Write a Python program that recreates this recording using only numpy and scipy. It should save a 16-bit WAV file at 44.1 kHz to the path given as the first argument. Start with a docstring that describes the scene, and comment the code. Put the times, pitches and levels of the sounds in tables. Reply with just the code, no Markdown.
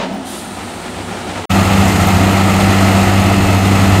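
"""A bulldozer working close to the microphone on an earthmoving site, heard in mono. Its six-cylinder
diesel holds a steady speed, with exhaust drone, fan roar, injector clatter and clinking tracks; a slower
engine drones behind it. Before it comes a tipper truck, pulling away with its raised bed still booming,
letting off its air brakes and slowly gathering power. A moment of silence parts the two scenes."""
import sys
import numpy as np
from scipy import signal
from scipy.fft import rfft, irfft, next_fast_len
from scipy.io import wavfile
from scipy.ndimage import map_coordinates

SR = 44100
rng = np.random.default_rng(int(sys.argv[2]) if len(sys.argv) > 2 else 0)


def transcribe(signal):
    """Save signal, clipped to [-1, 1], as a 16-bit WAV file at the path in sys.argv[1]."""
    frames = np.atleast_2d(signal).T
    limited = np.clip(frames, -1, 1)
    pcm = np.round(limited * 32767).astype(np.int16)
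    wavfile.write(sys.argv[1], SR, pcm)


N = 176400
TRUCK_END_S, DOZER_START_S, DOZER_FADE_S = 1.455, 1.494, 0.013
FIRING_HZ, CYLINDERS = 97.06, 6  # the bulldozer's diesel

# Bulldozer exhaust, close by. Each row: time in seconds, firing tone in dB, its octave in dB.
EXHAUST_LEVELS = [(1.5, -17, -14.5), (1.85, -16.5, -14), (1.97, -16, -18), (2.2, -14, -16),
                  (2.5, -15.5, -14.5), (2.88, -13, -14), (3.03, -16, -14.5), (3.15, -13, -15),
                  (3.4, -15.5, -17), (3.8, -12.5, -18), (3.95, -13, -14)]
# Weaker exhaust tones. Each row: multiple of the engine's cycle rate, level in dB.
EXHAUST_ORDERS = [(7, -37), (10, -31), (14, -31), (16, -33.5), (17, -42), (18, -27.5), (20, -44),
                  (28, -38.5), (42, -33), (80, -37)]
# Swell of the fan roar as the blade takes load. Each row: time in seconds, gain in dB.
BLADE_LOAD = [(1.5, 0), (2.3, 0), (2.55, -0.05), (2.9, 0.7), (3.35, -0.9), (3.7, -0.5), (4, .4)]
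# Noise spectra of the bulldozer. Each row: frequency in Hz, relative level in dB.
FAN_SPECTRUM = [(190, -8), (330, -7.5), (354, -1.5), (380, -7.5), (441, -3.5), (523, -6), (607, -3),
                (706, 1.5), (795, -0.5), (1040, -8), (1300, -3), (1600, -13), (1860, -8.5), (2080, -7.5),
                (2300, -13), (2640, -10), (3600, -16.5), (4680, -49), (7920, -120)]
FIZZ_SPECTRUM = [(2500, -24), (3600, 1.5), (4700, -0.5), (5600, -4.5), (7200, -1.5), (8700, -4.5),
                 (9900, -11), (11200, -11), (14500, -14), (15500, -26)]
BLOCK_SPECTRUM = [(12, -21), (24, -16), (32, -4), (44, 6), (53, -2), (62, 0), (76, 0), (105, 7),
                  (135, -1.5), (170, 0), (230, 3.5), (300, 2), (350, 1), (420, -10), (700, -40)]
CLATTER_SPECTRUM = [(800, -20), (1500, -9), (2600, 24), (4200, -16), (5500, -21), (6700, -10), (8500, -11),
                    (10000, -14), (14000, -13), (15500, -26)]
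GRIT_SPECTRUM = [(2000, -25), (4500, -3), (7000, 8), (10000, -2), (14500, -2), (15600, -16)]
# Resonances of the engine's steel. Each row: centre in Hz, half-width in Hz, relative level in dB.
STEEL_MODES = [(2100, 64, 4), (2570, 50, 0), (4190, 200, 3), (5150, 72, 0.5), (6570, 310, -2),
               (8300, 180, -5.5), (9250, 200, -10), (10400, 150, -9), (12100, 530, -10), (14300, 300, -12)]
# Hum and whine of belt-driven parts. Each row: frequency in Hz, level in dB.
BELT_TONES = [(176, -30.5), (352, -34.5), (1298, -38), (2008, -45), (2600, -39)]
# Tracks scraping over the ground. Each row: time in seconds, level in dB.
SCRAPE_LEVELS = [(1.5, -36), (1.7, -42), (1.87, -32.5), (2.08, -34), (2.2, -41), (2.85, -40), (3.2, -53),
                 (4, -42)]
# Clanks of the track links. Each row: start in seconds, level in dB, centre of the ring in Hz.
TRACK_CLANKS = [(1.512, -19, 3050), (1.878, -21.5, 6560), (2.066, -24, 12000), (2.31, -31, 8500),
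                (2.605, -14.5, 2270), (2.618, -23, 6500), (2.803, -25, 6480), (2.88, -16, 1800),
                (3.485, -34, 1500)]

# Speed of the truck's engine. Each row: time in seconds, firing rate in Hz.
TRUCK_FIRING = [(0, 96.26), (.35, 94.4), (.8, 96.7), (1.25, 97.2), (1.45, 95.56)]
# The truck's engine at the microphone. Each row: time in seconds, drone in dB, roar in dB.
TRUCK_LEVELS = [(0, -35, -32), (.2, -38, -31), (.5, -36.5, -29), (.8, -34, -27), (1, -30, -25.5),
                (1.2, -30.5, -24.5), (1.45, -29, -24)]
# Tones of its drone. Each row: frequency at mean engine speed in Hz, relative level in dB.
TRUCK_DRONE = [(65, -10.5), (96, -6), (172.5, -7), (242.5, -6.5), (367, -7.5), (432, -11.5)]
# The tipper bed dying away. Each row: time in seconds, boom in dB, rattle in dB.
BED_LEVELS = [(0, -42, -18.5), (.035, -30, -19.5), (.08, -21, -29), (.16, -22, -33), (.22, -25.5, -46),
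              (.35, -31.5, -55), (.7, -35.5, -70), (1.2, -68, -80)]
# Resonances of its panels. Each row: centre in Hz, half-width in Hz, relative level in dB.
BED_MODES = [(203, 19, 3.5), (249, 18, -4), (276, 20, -2), (342, 26, -10), (637, 24, -4.5), (754, 91, -8)]
# Noise spectra of the truck's engine, bed and air. Each row: frequency in Hz, relative level in dB.
TRUCK_ROAR_SPECTRUM = [(15, -52), (25, -18), (59, -15), (86, -9.5), (139, -16), (167, -6.5), (202, -4.5),
                       (243, -8.5), (335, -7.5), (363, -4), (404, -13.5), (529, -10), (637, -10), (749, -6),
                       (1150, -15), (1280, -10.5), (1580, -16), (2500, -18), (5570, -28.5), (8550, -32),
                       (15000, -67)]
RATTLE_SPECTRUM = [(18, -44), (30, -13), (97, -30), (195, -2.5), (312, -17), (394, -10), (629, -5.5),
                   (794, -13), (928, -5), (1000, -15.5), (3320, -20.5), (6880, -33.5), (15000, -66)]
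RUSH_SPECTRUM = [(1500, -17), (3500, 3.5), (5500, -5), (9200, 1.5), (11300, -4), (13000, -9), (15500, -17)]
LEAK_SPECTRUM = [(1000, -17), (2500, -8), (4000, 3), (5300, -8.5), (7500, -1), (9000, -0.5), (10500, -6),
                 (12000, -12), (15500, -18)]
SEEP_SPECTRUM = [(3000, -10), (6000, -2), (9000, 0), (10700, -10), (15500, -13)]
# The air valve's breathy whistle. Each row: time in seconds, centre in Hz, level in dB.
VALVE_WHISTLE = [(0, 9350, -66), (.13, 9350, -53), (.25, 9210, -52), (.3, 9150, -45), (.45, 9100, -43),
                 (.6, 8870, -46), (.95, 8500, -49), (1.45, 8300, -59)]
# Squeaks of the brake shoes. Each row: time of the peak in seconds, length in seconds, level in dB.
SHOE_SQUEAKS = [(.145, .05, -53), (.315, .035, -49)]
# Tones in each squeak. Each row: frequency in Hz, relative level in dB.
SHOE_TONES = [(12130, -1), (15480, 0)]

# The engine behind the bulldozer. 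Each row: time in seconds, firing rate in Hz, level in dB.
BACKGROUND_ENGINE = [(1.5, 82.4, -23), (1.75, 82.6, -23), (1.85, 82.3, -20), (2.18, 82.3, -19),
                     (2.32, 82.8, -45), (2.7, 82, -30), (3.3, 80, -31), (3.6, 75.8, -32), (4, 80, -23)]


def exhaust(firings):
    """The bulldozer's firing tone and its octave, with weaker orders from unequal cylinders."""
    firing_db, octave_db = curves(EXHAUST_LEVELS)
    firing = amp(firing_db) * tone(firings, rough=0.06, rate=19)
    octave = amp(octave_db) * tone(2 * firings, rough=0.17, rate=14)
    cycles = firings / CYLINDERS
    orders = sum(amp(db) * tone(round(k) * cycles, rough=0.43, rate=8) for k, db in EXHAUST_ORDERS)
    return firing + octave + orders


def fan_roar(edge_hz=3820):
    """The fan's fluttering roar, topped by a fizz, swells slightly as the blade takes load."""
    roar = unit(filtered(noise(FAN_SPECTRUM), lambda f: 1 / (1 + (f / edge_hz) ** 10)))
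    load_db, = curves(BLADE_LOAD)
    flutter_db = 0.52 * wobble(70) + 0.54 * wobble(22.01)
    return amp(load_db + flutter_db) * (amp(-16) * roar + amp(-28) * noise(FIZZ_SPECTRUM))


def block_rumble():
    """The engine block's low, wavering rumble."""
    return amp(-20 + wobble(12)) * noise(BLOCK_SPECTRUM)


def injector_clatter(firings, rise_s=0.002, decay_s=0.012, spread_db=1.3):
    """A burst of clatter at every second firing rings the engine's steel."""
    pairs = firings / 2
    age = (pairs % 1) * 2 / FIRING_HZ
    lope = np.cos(2 * np.pi * firings / CYLINDERS)  # one swell per engine cycle
    scatter = rng.standard_normal(N // 100)[pairs.astype(int)]  # one value per burst
    bursts = amp(spread_db * (lope + scatter)) * strike(age, rise_s, decay_s)
    clatter = unit(bursts * noise(CLATTER_SPECTRUM))
    steel = ringing(bursts * rng.standard_normal(N), STEEL_MODES)
    return amp(-36.5) * clatter + amp(-32.5) * steel


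def belt_whine(firings):
    """Belt-driven parts hum and whine in step with the engine."""
    return sum(amp(db) * tone(hz * firings / FIRING_HZ, rough=0.35, rate=16) for hz, db in BELT_TONES)


def tracks(ring_width_oct=0.56):
    """Steel links scrape through grit and now and then clank, close by."""
    scrape_db, = curves(SCRAPE_LEVELS)
    sound = amp(scrape_db) * unit(amp(2.6 * wobble(90)) * noise(GRIT_SPECTRUM))
    for start, db, hz in TRACK_CLANKS:
        age = np.maximum(clock() - start, 0)
        ring = filtered(rng.standard_normal(N), lambda f: peak(np.log2((f + 1) / hz), ring_width_oct))
        sound += amp(db) * unit(ring) * strike(age, rise_s=0.0018, decay_s=0.013)
    return sound


def loose_ticks(per_second=70, decay_s=0.004, spread_db=2.5):
    """Loose links and stones tick at random moments."""
    hits = (rng.random(N) < per_second / SR) * amp(spread_db * rng.standard_normal(N))
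    envelope = signal.lfilter([1], [1, -np.exp(-1 / (decay_s * SR))], hits)
    return amp(-42) * unit(envelope * noise(GRIT_SPECTRUM))


def truck_engine():
    """A rough drone and a knocking roar grow as the truck pulls away."""
    firing_hz, = curves(TRUCK_FIRING)
    drone_db, roar_db = curves(TRUCK_LEVELS)
    mean_hz = firing_hz[:SR * 3 // 2].mean()
    engine_time = np.cumsum(firing_hz / mean_hz) / SR  # runs faster as the engine does
    drone = sum(amp(db) * tone(hz * engine_time, rough=0.76, rate=20) for hz, db in TRUCK_DRONE)
    knock = 1 + 0.11 * np.sin(np.pi * np.cumsum(firing_hz) / SR)  # at half the firing rate
    roar = amp(roar_db + 1.15 * wobble(25.44)) * knock * noise(TRUCK_ROAR_SPECTRUM)
    return amp(drone_db) * drone + roar


def truck_bed():
    """The empty steel bed rattles briefly and its panels boom on."""
    boom_db, rattle_db = curves(BED_LEVELS)
    boom = ringing(rng.standard_normal(N), BED_MODES)
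    return amp(boom_db) * boom + amp(rattle_db) * noise(RATTLE_SPECTRUM)


def air_brake(open_s=0.241, rise_s=0.035, hold_s=0.12, fall_s=0.058, leak_db_per_s=-2.5):
    """Over a steady seep of air, the valve opens with a rush that leaves a long leak."""
    age = clock() - open_s
    opening = np.clip(age / rise_s, 0, 1)
    rush = amp(-33) * np.exp(-np.maximum(age - rise_s - hold_s, 0) / fall_s) * noise(RUSH_SPECTRUM)
    leak = amp(-38 + leak_db_per_s * age) * noise(LEAK_SPECTRUM)
    return opening * (rush + leak) + amp(-48.5) * noise(SEEP_SPECTRUM)


def valve_whistle(half_width_hz=280):
    """The valve's breathy whistle sinks with the air pressure."""
    hz, db = curves(VALVE_WHISTLE)
    breath = filtered(rng.standard_normal(N), lambda f: peak(f, half_width_hz))
    return amp(db) * unit(breath * np.sin(2 * np.pi * np.cumsum(hz) / SR))


def brake_squeaks():
    """The brake shoes rub and squeak twice, high and faint."""
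    t = clock()
    rub = sum(amp(db) * np.exp(-(2 * (t - at) / length) ** 2) for at, length, db in SHOE_SQUEAKS)
    return rub * sum(amp(db) * tone(hz * t, rough=0.7, rate=120) for hz, db in SHOE_TONES)


def background_engine():
    """Farther back on the site, a slower engine beats against the bulldozer, then eases off."""
    firing_hz, db = curves(BACKGROUND_ENGINE)
    firings = np.cumsum(firing_hz) / SR
    firing = tone(firings, rough=0.24, rate=17)
    octave = amp(-3.5) * tone(2 * firings, rough=0.56, rate=14)
    return amp(db) * (firing + octave)


def amp(db):
    """Decibels to gain."""
    return 10 ** (np.asarray(db) / 20)


def unit(x):
    """x at rms 1."""
    return x / np.sqrt(np.mean(x ** 2) + 1e-20)


def clock():
    """The time of every sample in seconds."""
    return np.arange(N) / SR


def curves(rows):
    """One value per sample for each column after the time."""
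    times, *columns = np.transpose(rows)
    return [np.interp(clock(), times, column) for column in columns]


def wobble(rate):
    """A smooth random curve, rate knots a second."""
    knots = rng.standard_normal(N // 8)
    return map_coordinates(knots, [clock() * rate + 2], mode="wrap")


def strike(age, rise_s, decay_s):
    """The envelope of an impact: a quick rise and an exponential decay."""
    return (1 - np.exp(-age / rise_s)) * np.exp(-age / decay_s)


def peak(offset, half_width):
    """A resonance curve: gain 1 at its centre, 1/2 at half_width to either side."""
    return 1 / (1 + (offset / half_width) ** 2)


def filtered(x, response):
    """x times a response of frequency."""
    size = next_fast_len(N + SR // 2)
    return irfft(rfft(x, size) * response(np.fft.rfftfreq(size, 1 / SR)), size)[:N]


def ringing(x, modes):
    """x through (Hz, half-width Hz, dB) resonances, at rms 1."""
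    return unit(filtered(x, lambda f: sum(amp(db) * peak(f - hz, width) for hz, width, db in modes)))


def noise(spectrum):
    """Noise with a (Hz, dB) spectrum, at rms 1."""
    hz, db = np.transpose(spectrum)
    white = rng.standard_normal(N)
    return unit(filtered(white, lambda f: amp(np.interp(np.log(f + 1), np.log(hz + 1), db))))


def tone(turns, rough, rate):
    """A sine of rms 1 whose size and phase waver by rough, rate times a second."""
    waver = 1 + rough * (wobble(rate) + 1j * wobble(rate))
    return unit(np.real(waver * np.exp(2j * np.pi * (turns + rng.random()))))


def scene():
    """At the microphone: the truck, a moment of silence, then the bulldozer close by."""
    t = clock()
    firings = np.cumsum(FIRING_HZ + 0.1444 * wobble(5)) / SR  # running count of the bulldozer's firings
    truck = truck_engine() + truck_bed() + air_brake() + valve_whistle() + brake_squeaks()
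    diesel = exhaust(firings) + fan_roar() + block_rumble()
    diesel += injector_clatter(firings) + belt_whine(firings)
    dozer_scene = diesel + tracks() + loose_ticks() + background_engine()
    fade_in = np.clip((t - DOZER_START_S) / DOZER_FADE_S, 0, 1)
    return (truck * (t < TRUCK_END_S) + dozer_scene * fade_in)[None]


def record(dry):
    """One microphone channel: peaks are rounded off at full scale and nothing passes above 15.7 kHz."""
    rounded = dry[0] / (1 + np.abs(dry[0]) ** 8) ** (1 / 8)
    return filtered(rounded, lambda hz: hz < 15700)[None]


dry = scene()
out = record(dry)
transcribe(out)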